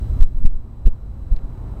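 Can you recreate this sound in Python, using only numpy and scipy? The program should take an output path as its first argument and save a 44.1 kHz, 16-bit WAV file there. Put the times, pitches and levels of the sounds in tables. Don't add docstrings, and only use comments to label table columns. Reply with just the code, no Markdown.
import sys
import numpy as np
from scipy import signal
from scipy.fft import rfft, irfft
from scipy.io import wavfile
from scipy.ndimage import uniform_filter1d

SR = 44100
rng = np.random.default_rng(int(sys.argv[2]) if len(sys.argv) > 2 else 0)


def unload_audio(sound):
    columns = np.transpose(np.atleast_2d(sound))
    steps = np.round(np.clip(columns, -1, 1) * 32767)
    wavfile.write(sys.argv[1], SR, steps.astype(np.int16))


N = 79380
T = np.arange(N) / SR


# [f/Hz, level per Hz/dB]
HISS_SPECTRUM = [(100, 0.5), (2000, 2), (4200, -1), (5200, -3.5), (8000, -7), (10200, -7), (11000, -16),
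                 (13300, -5.5), (16000, -21)]
HISS_DB = -62
# [f/Hz, level/dB]
WHINE_TONES = [(3934, -71), (7866, -75), (11684, -86), (14184, -79)]
WHINE_WANDER, WHINE_WANDER_HZ = 0.00017, 39.3
# [f/Hz, timing error/dB relative to 1 s]
JITTER_TONES = [(3934, -109), (6530, -119), (7866, -111), (10400, -117), (11750, -117), (14184, -114),
                (15600, -119)]
JITTER_NOISE_DB = -108

# [f/Hz, level per Hz/dB]
RUMBLE_SPECTRUM = [(8, -9), (25, -1.5), (45, 2.5), (70, -4), (100, -9.5), (155, -19), (235, -21),
                   (330, -31), (600, -43.5), (1500, -59), (16000, -100)]
RUMBLE_DB = -22
# [f/Hz, level/dB], both wavering around these values
ENGINE_TONES = [(116, -35), (230, -48.5), (380, -58)]
ENGINE_WANDER, ENGINE_WANDER_HZ = 0.025, 13
ENGINE_FLUTTER_DB = 2
# [f/Hz, level per Hz/dB]
TYRE_SPECTRUM = [(100, -4), (300, 7.5), (500, 3), (850, 0), (1300, -6), (1600, -14), (2600, -23.5),
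                 (4500, -44), (16000, -55.5)]
# [t/s, level/dB]
TYRE_LEVELS = [(0, -51.5), (.18, -46), (.3, -47.5), (.55, -44), (.8, -43.5), (1.15, -43.5), (1.45, -41.5),
               (1.8, -40)]
PATCHY_DB = 1

# [t/s, level/dB, f/Hz, width/Hz]
TICK_EVENTS = [(0.372, -47, 2066, 2500), (0.4425, -44, 5020, 3000), (0.5335, -41, 2320, 2020),
               (.791, -54, 2980, 2480), (1.138, -38, 2980, 2530), (1.364, -26.5, 4230, 600),
               (1.3668, -26.5, 2200, 800), (1.370, -29, 3600, 1100), (1.3911, -23, 1900, 1700),
               (1.4368, -27, 990, 700)]
TICK_RISE_S = 0.00014
# [t/s, length/s, level/dB]
CRACKLE_EVENTS = [(0.2074, 0.0063, -40.5), (0.2243, 0.0029, -41.5), (.228, 0.0066, -42),
                  (0.2373, 0.0017, -47), (0.4557, .0075, -41.5), (.468, 0.00269, -41), (0.8619, .0024, -39),
                  (.874, 0.0024, -41.5)]
# [f/Hz, level per Hz/dB]
CRACKLE_SPECTRUM = [(100, -11), (700, 8.5), (1600, 0), (2500, 2), (4500, -4), (8000, -8), (12000, -16),
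                    (16000, -12.5)]
# [t/s, push level/dB, push length/s, pull level/dB, pull length/s,
#         case shudder level/dB, shudder top f/Hz]
JOLT_EVENTS = [(0.2215, 0.5, 0.0088, 7.5, 0.014, -32, 179), (0.367, -6.5, 0.0097, -1.5, 0.011, -42, 200),
               (0.451, 1.5, .014, 11, 0.015, -15, 233.7), (0.551, -1.5, 0.014, 0, 0.011, -40.5, 196),
               (0.8703, 10, 0.006, 8, 0.0087, -19, 503), (1.325, 3.5, 0.005, 3, 0.0072, -24, 215),
               (1.444, -14, 0.0066, -11, .007, -30, 293)]
REBOUND, REBOUND_S, REBOUND_WIDTH_S = 0.31, 0.046, 0.018
SHUDDER_S, SHUDDER_LAG_S = 0.012, 0.004
SHUDDER_LOW_HZ, SHUDDER_KNEE_HZ = 100, 110

CEILING_DB, RECOVER_DB_PER_S, SMOOTH_S = -0.8464, 5.5, 0.0021
EDGE_HZ = 15920


def amp(db):
    return 10 ** (np.asarray(db) / 20)


def unit(x):
    return x / np.sqrt(np.mean(x ** 2) + 1e-20)


def read(points, hz):
    f, value = np.transpose(points)
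    return np.interp(np.log(hz + 1), np.log(f + 1), value)


def noise(spectrum):
    f = np.fft.rfftfreq(N, 1 / SR)
    white = rfft(rng.standard_normal(N))
    return unit(irfft(white * amp(read(spectrum, f)), N))


def drift(hz):
    f = np.fft.rfftfreq(N, 1 / SR)
    slow = (f > 0) / (1 + (f / hz) ** 4)
    return unit(irfft(rfft(rng.standard_normal(N)) * slow, N))


def patchy(x, depth_db):
    z = signal.stft(x, nperseg=1024)[2]
    field = rng.standard_normal(z.shape)
    field = uniform_filter1d(field, size=7, axis=0)
    field = uniform_filter1d(field, size=6, axis=1)
    changed = z * amp(depth_db * unit(field))
    return unit(signal.istft(changed, nperseg=1024)[1][:N])


def tone(hz):
    cycles = np.cumsum(hz) / SR + rng.random()
    return np.sqrt(2) * np.sin(2 * np.pi * cycles)


def electronics():
    whine = np.zeros(N)
    for hz, db in WHINE_TONES:
        pitch = hz * (1 + WHINE_WANDER * drift(WHINE_WANDER_HZ))
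        whine += amp(db) * tone(pitch)
    return amp(HISS_DB) * noise(HISS_SPECTRUM) + whine


def fizz(x):
    error_s = amp(JITTER_NOISE_DB) * noise(HISS_SPECTRUM)
    for hz, db in JITTER_TONES:
        error_s += amp(db) * tone(np.full(N, hz))
    slope_per_s = np.gradient(x) * SR
    return error_s * slope_per_s


def traffic():
    speed = 1 + ENGINE_WANDER * drift(ENGINE_WANDER_HZ)
    drone = np.zeros(N)
    for hz, db in ENGINE_TONES:
        flutter_db = ENGINE_FLUTTER_DB * drift(ENGINE_WANDER_HZ)
        drone += amp(db + flutter_db) * tone(hz * speed)
    tyre_db = np.interp(T, *np.transpose(TYRE_LEVELS))
    tyres = amp(tyre_db) * patchy(noise(TYRE_SPECTRUM), PATCHY_DB)
    return amp(RUMBLE_DB) * noise(RUMBLE_SPECTRUM) + drone + tyres


def ticks():
    out = np.zeros(N)
    for s, db, hz, width_hz in TICK_EVENTS:
        t = np.maximum(T - s, 0)
        rise = 1 - np.exp(-t / TICK_RISE_S)
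        decay = np.exp(-np.pi * width_hz * t)
        out += amp(db) * rise * decay * np.sin(2 * np.pi * hz * t)
    return out


def crackles():
    gate = np.zeros(N)
    for s, length, db in CRACKLE_EVENTS:
        inside_s = np.minimum(T - s, s + length - T)
        gate += amp(db) * np.clip(inside_s * SR / 8 + 0.5, 0, 1)
    return gate * noise(CRACKLE_SPECTRUM)


def jolts():
    out = np.zeros(N)
    for s, push_db, push_s, pull_db, pull_s, shudder_db, top_hz in JOLT_EVENTS:
        t = T - s
        before = t < 0
        u = t / np.where(before, push_s, pull_s)
        size = np.where(before, amp(push_db), amp(pull_db))
        out -= size * u * np.exp((1 - u ** 2) / 2)
        out += REBOUND * amp(pull_db) * np.exp(-((t - REBOUND_S) / REBOUND_WIDTH_S) ** 2)
        band = signal.butter(6, [SHUDDER_LOW_HZ, top_hz], "band", fs=SR, output="sos")
        dull = signal.butter(1, SHUDDER_KNEE_HZ, fs=SR, output="sos")
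        shudder = unit(signal.sosfilt(np.vstack([band, dull]), rng.standard_normal(N)))
        swell = np.exp(-((t - SHUDDER_LAG_S) / SHUDDER_S) ** 2)
        out += amp(shudder_db) * swell * shudder
    return out


def scene():
    return (electronics() + traffic() + ticks() + jolts())[None]


def record(dry):
    level_db = 20 * np.log10(abs(dry[0]) + 1e-9)
    over_db = np.maximum(level_db - CEILING_DB, 0)
    recovery_db = RECOVER_DB_PER_S * T
    duck_db = np.maximum.accumulate(over_db + recovery_db) - recovery_db
    smooth_db = uniform_filter1d(duck_db, max(1, round(SMOOTH_S * SR)))
    ducked = dry[0] * amp(-smooth_db)
    out = ducked + fizz(ducked) + crackles()
    treble_limit = signal.firwin(511, EDGE_HZ, window=("kaiser", 9), fs=SR)
    return signal.oaconvolve(out, treble_limit, "same")[None]


dry = scene()
out = record(dry)
unload_audio(out)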